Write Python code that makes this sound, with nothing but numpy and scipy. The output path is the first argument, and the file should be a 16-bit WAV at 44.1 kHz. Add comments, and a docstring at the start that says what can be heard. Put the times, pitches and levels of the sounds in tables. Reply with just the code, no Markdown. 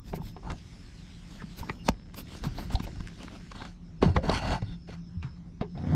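"""A steel mower deck is shoved into place under a riding mower, outdoors on a smooth board.
Struck shell modes knock, heavy sagging sines thud, stick-slip grains skid, rasp and groan; at last wheels roll.
Nearby, a hand rubs and swishes as filtered grains; the loose chute chirps and ticks.
Behind lie low rumble, light air, a far hum, a thin insect trill and two slurred bird notes."""
import sys
import numpy as np
from scipy import signal
from scipy.fft import rfft, irfft
from scipy.io import wavfile
from scipy.ndimage import uniform_filter1d

SR = 44100
rng = np.random.default_rng(int(sys.argv[2]) if len(sys.argv) > 2 else 0)


def unload_audio(sound):
    """Save the sound as a 16-bit wav file, at the path given as the first command line argument."""
    columns = np.transpose(np.atleast_2d(sound))
    # keep every value between -1 and 1, then stretch to whole-number steps
    steps = np.round(np.clip(columns, -1, 1) * 32767)
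    wavfile.write(sys.argv[1], SR, steps.astype(np.int16))


N = 262395
TIME = np.arange(N) / SR
FREQ = np.fft.rfftfreq(N, 1 / SR)
EDGE_HZ = 15750


def amp(db):
    """Decibels to gain."""
    return 10 ** (np.asarray(db) / 20)


def evened(x):
    """Scales to rms 1."""
    return x / np.sqrt(np.mean(x ** 2) + 1e-20)


def add(mix, start_s, sound):
    """Mixes a sound in at start_s, cut to fit."""
    part = mix[max(0, round(start_s * SR)):][:len(sound)]
    part += sound[:len(part)]


def colour(x, points):
    """Filters by a gain curve that falls steeply outside its ends."""
    hz, db = np.transpose(points)
    octave = np.log2(FREQ + 1)
    below = np.maximum(np.log2(hz[0]) - octave, 0)
    above = np.maximum(octave - np.log2(hz[-1]), 0)
    gain_db = np.interp(octave, np.log2(hz), db) - 98 * (below + above)
    return irfft(rfft(x) * amp(gain_db), N)


def band(x, lo_hz, hi_hz, order=3):
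    """Causal band-pass."""
    sos = signal.butter(order, [lo_hz, min(hi_hz, .49 * SR)], "band", fs=SR, output="sos")
    return signal.sosfilt(sos, x)


def wander(rate_hz):
    """Smooth chance of rms 1 that changes about rate_hz times a second."""
    return evened(irfft(rfft(rng.standard_normal(N)) * np.exp(-(FREQ / rate_hz) ** 2), N))


def grains(per_s, spread_db, smooth):
    """Tiny slips of uneven size over a smooth hiss."""
    size = amp(spread_db * np.minimum(rng.exponential(1, N), 4))
    size = size * rng.choice([-1, 1], N)
    slipping = rng.random(N) < per_s / SR
    return evened(size * slipping) + smooth * rng.standard_normal(N)


def drift(x, patch_db):
    """A moving contact point makes the colour of a rub drift in patches."""
    z = signal.stft(x, nperseg=512, noverlap=384)[2]
    patches = rng.standard_normal(z.shape)
    for _ in range(2):
        patches = uniform_filter1d(patches, size=5, axis=0)
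        patches = uniform_filter1d(patches, size=16, axis=1)
    z = z * amp(patch_db * evened(patches))
    return evened(signal.istft(z, nperseg=512, noverlap=384)[1][:N])


def sing(hz, width_hz):
    """A fuzzy tone of rms 1: two quadrature carriers under independent slow noise."""
    turn = 2 * np.pi * np.cumsum(hz * np.ones(N)) / SR
    return evened(wander(width_hz) * np.cos(turn) + wander(width_hz) * np.sin(turn))


def hold(start_s, length_s, attack_s, release_s):
    """Linear attack, hold and exponential release."""
    attack = np.clip((TIME - start_s) / attack_s, 0, 1)
    return attack * np.exp(-np.maximum(TIME - start_s - length_s, 0) / release_s)


# modes of the deck shell: (pitch [Hz], relative level [dB], t60 [s])
SHELL_MODES = [(188.3, 17.5, 0.13), (319.3, 11.5, 0.3), (397, 7, 0.1), (456, -5.5, 0.088), (686, -8, 0.056),
               (893, -19.5, 0.055), (1628, 5, 0.031), (2074, -1.5, 0.012), (2740, -9.5, 0.0073),
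               (3766, 5.5, 0.042)]
PLACE_DB = 3  # rms spread of mode levels


def shell(x, ring_db):
    """The contact plus the deck modes it sets ringing; each place of contact favours other modes."""
    t = np.arange(SR // 3) / SR
    place_db = PLACE_DB * rng.standard_normal(len(SHELL_MODES))
    ring = np.zeros(len(t))
    for (hz, db, t60_s), luck_db in zip(SHELL_MODES, place_db):
        mode = amp(db + luck_db - 60 * t / t60_s) * np.cos(2 * np.pi * hz * t)
        ring += mode * 2 * np.log(1000) / (t60_s * SR)  # unit peak gain at 0 dB
    return x + amp(ring_db) * signal.oaconvolve(x, ring)[:len(x)]


# level of the far hum before its flutter: (time [s], level [dB])
HUM_LEVEL = [(0, -61), (1.2, -54.5), (3.9, -54), (4.8, -46.5), (5.03, -44.5), (5.12, -50), (5.75, -49.5)]
HUM_HZ = 172.6


def hum():
    """A far motor: one sine with wandering pitch and level."""
    level_db = np.interp(TIME, *np.transpose(HUM_LEVEL)) + 3.96 * wander(12.6)
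    hz = HUM_HZ + 3.8 * wander(13.5)
    return amp(level_db) * evened(np.sin(2 * np.pi * np.cumsum(hz) / SR))


TRILL_HZ, TRILL_DB = 5240, -71.5


def trill():
    """An insect: a thin fuzzy tone that comes and goes."""
    tone = sing(TRILL_HZ, width_hz=220)
    phrases = np.clip(1 + .6 * wander(8), 0, 1.5)
    return amp(TRILL_DB) * phrases * tone


# far bird notes: (time [s], length [s], start pitch [Hz], end pitch [Hz], level [dB])
BIRD_NOTES = [(1.779, 0.067, 2900, 2750, -61.5), (4.646, 0.13, 3700, 3460, -61)]


def birds():
    """Sines slurred downward with a fast waver in pitch."""
    out = np.zeros(N)
    waver = 1 + .04 * wander(700)
    for start_s, length_s, start_hz, end_hz, db in BIRD_NOTES:
        n = round(length_s * SR)
        hz = np.linspace(start_hz, end_hz, n) * waver[round(start_s * SR):][:n]
        note = np.sin(2 * np.pi * np.cumsum(hz) / SR) * signal.windows.tukey(n, .6)
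        add(out, start_s, amp(db) * evened(note))
    return out


# filter of the air: (frequency [Hz], gain [dB])
AIR_GAIN = [(150, 0), (260, -9), (420, -21), (1300, -25), (2800, -31), (6000, -34), (8000, -43),
            (14000, -58)]
AIR_DB = -57


def outdoors():
    """Light air as slowly swaying filtered noise, with hum, trill and birds."""
    air = drift(colour(rng.standard_normal(N), AIR_GAIN), patch_db=3.0)
    return amp(AIR_DB + wander(0.16)) * air + hum() + trill() + birds()


# strokes of the hand over the chute; levels relative to each layer's trim:
# (middle [s], half-width to 1/e^2 [s], rub [dB], swish [dB], fizz [dB])
HAND_STROKES = [(0.094, 0.056, -63, -56.5, -66), (0.161, 0.02, -56, -49.5, -51.5),
                (0.269, 0.064, -57, -56, -61), (1.347, 0.097, -59, -64.5, -76),
                (1.594, 0.026, -54.5, -49.5, -50), (1.685, 0.16, -49.5, -58, -73),
                (1.874, 0.032, -45, -44, -68), (1.89, 0.002, -35, -29, -37),
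                (2.19, 0.033, -44, -47.5, -45.5), (2.337, 0.084, -51, -53, -77),
                (2.456, 0.028, -38.5, -52.5, -54.5), (2.609, 0.067, -45, -56.5, -58),
                (2.734, 0.022, -37.5, -47.5, -59), (2.84, 0.019, -54, -53, -53.5),
                (3.228, 0.055, -48.5, -61, -84), (3.347, 0.042, -46.5, -60, -89)]


def stroking(column):
    """Gain of one layer of the strokes: the hand speeds up and slows down in a bell shape."""
    gain = np.zeros(N)
    for middle_s, width_s, *dbs in HAND_STROKES:
        gain += amp(dbs[column]) * np.exp(-2 * np.minimum(((TIME - middle_s) / width_s) ** 2, 20))
    return gain


# shoves that skid the deck over the board; levels at mid-shove, relative to each layer's trim:
# (start [s], length [s], grinding [dB], grit [dB], rumble [dB], swell [dB/s])
DECK_SHOVES = [(0.056, 0.24, -66, -84, -41, -3), (0.421, 0.095, -53.5, -65, -38, 143),
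               (2.398, 0.66, -69, -64.5, -38.5, -3), (3.539, 0.13, -49.5, -57, -49, -18),
               (4.014, 0.11, -42, -49.5, -30, -150), (4.143, 0.024, -44, -49.5, -22, 7),
               (4.221, 0.084, -41, -48.5, -34, 82), (4.311, 0.068, -38, -40, -34, 5),
               (4.413, 0.13, -38.5, -44, -33, 37), (4.613, 0.12, -62, -63.5, -40, 13),
               (4.869, 0.072, -53.5, -58.5, -54, 7)]
BREAKAWAY_S, STOP_S = 0.014, 0.022  # a skid starts and stops quickly


def shoving(column):
    """Gain of one layer of the skids: each breaks away, swells or eases as it slides, and stops."""
    gain = np.zeros(N)
    for start_s, length_s, *dbs, swell_db_per_s in DECK_SHOVES:
        from_middle_s = np.clip(TIME - start_s, 0, length_s) - length_s / 2
        level = amp(dbs[column] + swell_db_per_s * from_middle_s)
        gain += level * hold(start_s, length_s, BREAKAWAY_S, STOP_S)
    return gain


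# filter of the rumble: (frequency [Hz], gain [dB])
RUMBLE_GAIN = [(20, -19.5), (38, 3.5), (65, -3.5), (110, -5), (190, -12), (270, -17), (400, -26)]


def rumble(rest_db=-48, hand_db=7, deck_db=-1):
    """Levelled low noise, always present, that grows with each stroke and each shove."""
    shake = colour(rng.standard_normal(N), RUMBLE_GAIN)
    shake /= np.sqrt(uniform_filter1d(shake ** 2, SR // 8) + 1e-12)
    hand = amp(hand_db) * uniform_filter1d(stroking(column=1), SR // 6)
    deck = amp(deck_db) * uniform_filter1d(shoving(column=2), SR // 25)
    return shake * np.sqrt(amp(rest_db) ** 2 + hand ** 2 + deck ** 2)


# filters of rub, swish and fizz: (frequency [Hz], gain [dB])
RUB_GAIN = [(200, 7), (400, -6), (750, -10), (1500, -13), (2000, -72)]
SWISH_GAIN = [(1500, 6), (2700, 6.5), (5100, 4.5), (8500, -4), (11000, -14), (14000, -16.5)]
FIZZ_GAIN = [(4500, -20), (8000, -13), (11000, -12), (12300, 0), (14000, -2), (15700, -8)]
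# the arm reaches over the deck: (start [s], length [s])
ARM_REACHES = [(0.294, 1.29), (2.1, 1.596)]


def handling(rub_db=-1, swish_db=-1, fizz_db=1, reach_rub_db=-63, reach_swish_db=-61):
    """The hand drags over plastic with a very high fizz; a faint steady rustle while the arm reaches."""
    grip = amp(2.1 * wander(90))
    reach = sum(hold(start_s, length_s, 0.28, 0.04) for start_s, length_s in ARM_REACHES)
    rub_level = amp(rub_db) * grip * stroking(column=0) + amp(reach_rub_db) * reach
    rub = evened(colour(grains(900, 2.7, 0.35), RUB_GAIN)) * rub_level
    hiss = colour(grains(3000, 2.6, 1.0), SWISH_GAIN)
    stroke_hiss = drift(hiss, patch_db=3.5)
    reach_hiss = drift(hiss, patch_db=2.6)
    swish = stroke_hiss * amp(swish_db) * grip * stroking(column=1)
    swish += reach_hiss * amp(reach_swish_db) * reach
    fizz = evened(colour(grains(7400, 6.0, 0.9), FIZZ_GAIN))
    return rub + swish + amp(fizz_db) * fizz * stroking(column=2)


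# filter of the chute ticks: (frequency [Hz], gain [dB])
TICK_GAIN = [(200, 23), (800, 5), (1500, 5.5), (4000, -2.5), (8000, -36)]
JIGGLE_S, SETTLED_S = 1.9, 3.6  # the chute is worked to and fro between these times


def ticks(tick_db=-59):
    """While it is worked to and fro the loose chute ticks at random against the shell."""
    taps = colour(shell(grains(110, 3, 0), ring_db=-6), TICK_GAIN)
    return amp(tick_db) * evened(taps) * hold(JIGGLE_S, SETTLED_S - JIGGLE_S, 0.075, 0.056)


# chirps of one part of the chute or frame: (peak time [s], decay constant [s], pitch [Hz], level [dB])
CHIRP_SLIPS = [(0.217, 0.0019, 870, -38.5), (0.472, 0.0032, 790, -37), (1.405, 0.016, 1690, -48.5),
               (1.631, 0.0068, 916, -37.5), (1.697, 0.0076, 2060, -34), (2.754, 0.0023, 4000, -30.5),
               (2.756, 0.013, 750, -35.5), (2.581, 0.023, 4260, -48), (3.217, 0.024, 2840, -52.5),
               (3.594, 0.069, 3600, -54.5), (4.167, 0.0046, 1900, -30), (4.181, 0.014, 536, -31.5),
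               (4.298, 0.0013, 4080, -26.5), (5.228, 0.0097, 2450, -49.5)]


def slips(slip_db=0, spread=1.12):
    """A contact lets go for a moment: a burst of friction swells and fades in one resonance."""
    out = np.zeros(N)
    t = np.arange(-SR // 10, SR // 10) / SR
    for peak_s, decay_s, hz, db in CHIRP_SLIPS:
        swell = np.exp(np.where(t < 0, 2 * t, -t) / decay_s)  # starts twice as fast as it fades
        chirp = band(rng.standard_normal(len(t)) * swell, hz / spread, hz * spread, order=2)
        chirp *= np.sqrt(decay_s * SR) / np.linalg.norm(chirp)
        add(out, peak_s + t[0], amp(db + slip_db) * chirp)
    return out


# groan of the rim under full weight, before roughness: (time [s], pitch [Hz], level [dB])
GROAN_PATH = [(4.251, 1001, -54), (4.324, 919, -29.5), (4.345, 920, -43), (4.39, 885, -48),
              (4.425, 730, -38.5), (4.495, 705, -46.5), (4.523, 740, -34), (4.549, 880, -40),
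              (4.585, 764, -47), (4.61, 756, -79)]


def groan(rough_db=3):
    """Under full weight stick and slip lock into a rough note that slides with the load."""
    s, hz, db = np.transpose(GROAN_PATH)
    pitch_hz = np.interp(TIME, s, hz) * (1 + .12 * wander(300))
    level = amp(np.interp(TIME, s, db) + rough_db * wander(93))
    level = level * (TIME > s[0]) * (TIME < s[-1])
    return level * evened(np.sin(2 * np.pi * np.cumsum(pitch_hz) / SR))


# filters of grinding, grit and rolling: (frequency [Hz], gain [dB])
GRIND_GAIN = [(200, -5.5), (330, -5), (540, -8.5), (720, -2.5), (950, -6), (1150, -12.5), (1700, -17)]
GRIT_GAIN = [(1350, -3.5), (1800, -6.5), (2400, -7.5), (4300, -9), (5000, -13.5), (6000, -15), (8300, -22),
             (12500, -31.5), (15000, -43)]
ROLL_GAIN = [(80, 14), (105, 4), (170, 6.5), (245, 2.5), (400, -14), (750, -15), (1100, -25.5), (2200, -30)]
# resonances in which the steel rim rasps: (pitch [Hz], width [Hz], relative level [dB])
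RASP_TONES = [(1480, 130, -3.5), (1950, 110, -9), (2800, 110, -8.5), (4400, 200, -6)]
# gauge wheels: level at the start, before the layer trims, and its rise as they gather speed
ROLL_START_S, ROLL_DB, ROLL_RISE_DB_PER_S = 5.742, -51, 74.5


def skids(grind_db=0, grit_db=0, roll_db=11, boom_db=2, wheel_grit_db=-20):
    """The rim sticks and slips on the board and the shell booms; at last the gauge wheels roll."""
    judder = amp(0.83 * wander(73))
    grind = drift(colour(shell(grains(1100, 2.8, 0.2), ring_db=-35.0), GRIND_GAIN), patch_db=3.5)
    sand = grains(2000, 3.0, 0.25)
    grit = drift(colour(shell(sand, ring_db=-12), GRIT_GAIN), patch_db=2.8)
    bend = 1 + .009 * wander(22)  # the rim flexes under the load, and its pitches with it
    rasp = sum(amp(db) * sing(hz * bend, width_hz) for hz, width_hz, db in RASP_TONES)
    roll = evened(colour(grains(450, 0.68, 0.76), ROLL_GAIN))
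    roll /= (uniform_filter1d(roll ** 2, SR // 16) + 1e-12) ** .5  # the wheels never leave the board
    low = (amp(grind_db) * grind + amp(boom_db) * roll) * shoving(column=0)
    high = amp(grit_db) * (grit + rasp) * shoving(column=1)
    speed = amp(ROLL_DB + ROLL_RISE_DB_PER_S * (TIME - ROLL_START_S))
    speed = speed * hold(ROLL_START_S, 1, BREAKAWAY_S, STOP_S)
    wheels = speed * (amp(roll_db) * roll + amp(wheel_grit_db) * grit)
    return judder * (low + high + wheels)


# thuds of the deck's weight and the flexing chute: (time [s], nominal pitch [Hz], peak [dB], t60 [s])
DULL_THUDS = [(0.136, 170.4, -29.5, 0.17), (0.198, 144, -28.5, 0.087), (1.437, 163, -30, 0.067),
              (1.611, 64, -25.5, 0.033), (1.702, 122, -26, 0.033), (1.891, 188, -17.5, 0.017),
              (1.893, 57.4, -22.5, 0.14), (2.466, 138, -19.5, 0.073), (2.744, 53.7, -14.5, 0.085),
              (2.803, 189, -22, 0.011), (3.005, 84, -23, 0.013), (4.027, 340.5, -12.5, 0.037),
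              (4.029, 208, -14, 0.031), (4.058, 158.5, -12, 0.1), (4.078, 76, -15, 0.077),
              (4.103, 96, -17.5, 0.1), (4.172, 57, -18.5, 0.096), (4.281, 172, -23.5, 0.081),
              (4.623, 111.6, -24, 0.14), (5.17, 81, -27, 0.28), (5.242, 133, -27, 0.16),
              (5.612, 133, -16.5, 0.012), (5.62, 415, -31.5, 0.17), (5.927, 150, -18, 0.14)]


def thuds(rise_s=0.0026, sag=0.21):
    """Heavy soft blows: a few low cycles that wobble and sag in pitch as the load comes off."""
    out = np.zeros(N)
    t = np.arange(SR // 3) / SR
    flex = .08 * wander(120)
    for start_s, hz, db, t60_s in DULL_THUDS:
        wobble = np.roll(flex, -round(start_s * SR))[:len(t)]
        bend = 1 + wobble + sag * (np.exp(-t / 0.028) - .5)
        turns = np.cumsum(hz * bend) / SR
        swell = (1 - np.exp(-(t / rise_s) ** 2)) * amp(-60 * t / t60_s)
        add(out, start_s, amp(db) * swell / swell.max() * np.sin(2 * np.pi * turns))
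    return out


# knocks of shell, chute and brackets:
# (time [s], clank level [dB], hardness [dB], clank pitch [Hz], t60 of the clank's drive [s])
DECK_KNOCKS = [(0.133, -39, -4.5, 753, 0.069), (0.176, -55, -12, 965, 0.18),
               (0.365, -49.5, -1.5, 850, 0.12), (0.434, -58.5, -6, 835, 0.17), (0.502, -42, 5, 960, 0.12),
               (0.519, -53, 11, 1270, 0.036), (1.42, -50.5, 1, 1070, 0.094), (1.697, -38, 1.5, 1020, 0.022),
               (1.888, -25, 4.5, 770, 0.016), (2.144, -54.5, 11, 880, 0.045), (2.439, -41, 6.5, 880, 0.22),
               (2.585, -42.5, 1.5, 790, 0.087), (2.703, -47.5, 4, 810, 0.074),
               (2.753, -46.5, 8, 694, 0.052), (2.8, -46, 6, 960, 0.042), (2.842, -54, 7, 700, 0.018),
               (2.869, -46, 3, 700, 0.13), (2.959, -61, 7, 880, 0.062), (3.006, -52.5, 6, 1000, 0.024),
               (3.074, -53, 10.5, 1530, 0.015), (3.084, -57.5, 10.5, 1300, 0.023),
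               (3.232, -53, 10.5, 830, 0.032), (3.282, -50, 0.5, 1260, 0.025), (3.517, -48, 6, 1110, 0.049),
               (3.621, -45.5, 1.5, 1200, 0.024), (3.652, -50, 7, 1070, 0.058), (4.026, -27.5, 0, 850, 0.17),
               (4.079, -42, -8.5, 760, 0.15), (4.165, -28, -1, 935, 0.047), (4.232, -40.5, -7, 670, 0.19),
               (4.295, -28.5, -1, 760, 0.049), (4.622, -47, 2, 716, 0.066),
               (4.889, -48.5, -2.5, 570, 0.042), (5.228, -49, 5, 1100, 0.44), (5.612, -38, -0.5, 820, 0.15),
               (5.776, -47, 0, 690, 0.17)]
CRACK_DB = -11.5  # crack against clank at hardness 0; a harder contact trades body for crack
CRACK_TOP_HZ, HARD_DB_PER_OCTAVE = 5020, 12.5  # a harder contact also reaches higher
LEAD_S = 0.0037  # the parts scuff together just before they strike


def knocks(chatter=2.15, ring_db=1, spread=1.292, lead_db=-7):
    """Each blow is a brief scuff, one sharp contact and a dying chatter of loose parts."""
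    out = np.zeros(N)
    strike = SR // 50  # sample of the contact
    t = np.arange(-strike, SR // 4) / SR
    after = np.maximum(t, 0)
    lead = np.where(t < 0, amp(lead_db) * np.exp(-abs(t) / LEAD_S), 1)
    for start_s, strength_db, hard_db, hz, t60_s in DECK_KNOCKS:
        rattle = lead * rng.standard_normal(len(t)) * np.exp(.5 * rng.standard_normal(len(t)))
        top_hz = np.clip(CRACK_TOP_HZ * 2 ** (hard_db / HARD_DB_PER_OCTAVE), SR / 20, EDGE_HZ)
        soften = signal.butter(2, top_hz, fs=SR, output="sos")
        # (level [dB], low edge [Hz], high edge [Hz], share of t60): the treble dies first
        body = (-hard_db, 190, 520, 1.1)
        clank = (0, hz / spread, hz * spread, 1)
        crack = (CRACK_DB + hard_db, 1650, top_hz, .75)
        for k, (db, lo_hz, hi_hz, share) in enumerate([body, clank, crack]):
            drive = rattle * amp(-60 * after / (t60_s * share))
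            # short blows are nearly clean
            drive *= chatter * np.tanh((t60_s / 0.026) ** 2) / np.linalg.norm(drive)
            drive[strike] += 1
            damped = shell(drive, ring_db) * amp(-20 * after / t60_s)  # the load damps the shell
            hit = signal.sosfilt(soften, band(damped, lo_hz, hi_hz, order=2))
            hit *= (-1) ** k  # alternating signs join the bands into one broad blow
            hit *= np.sqrt(.02 * SR) / np.linalg.norm(hit)
            add(out, start_s + t[0], amp(strength_db + db) * hit)
    return out


def underside(x, wet_db=-17, t60_s=0.096):
    """Short scattered reflections between board, tyres and chassis."""
    t = np.arange(SR // 4) / SR
    taps = rng.standard_normal(len(t)) * (rng.random(len(t)) < 2000 / SR)
    taps = taps * (t > .004) * amp(-60 * t / t60_s)
    return x + amp(wet_db) * signal.oaconvolve(x, taps / np.linalg.norm(taps))[:N]


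# treble loss of the left microphone: (frequency [Hz], gain [dB])
LEFT_GAIN = [(6000, 0), (9000, -2), (11000, -5), (12500, -10.5), (16000, -32)]


def scene():
    """Both microphones hear the same sound, except for the duller top of the left one."""
    deck = underside(knocks() + ticks() + slips() + skids() + groan())
    right = deck + thuds() + handling() + rumble() + outdoors()
    hz, db = np.transpose(LEFT_GAIN)
    left = irfft(rfft(right) * amp(np.interp(FREQ, hz, db)), N)
    return np.array([left, right])


def record(dry):
    """Linear-phase low-pass at EDGE_HZ."""
    lowpass = signal.firwin(511, EDGE_HZ, window=("kaiser", 9), fs=SR)
    return signal.oaconvolve(dry, lowpass[None], "same")


dry = scene()
out = record(dry)
unload_audio(out)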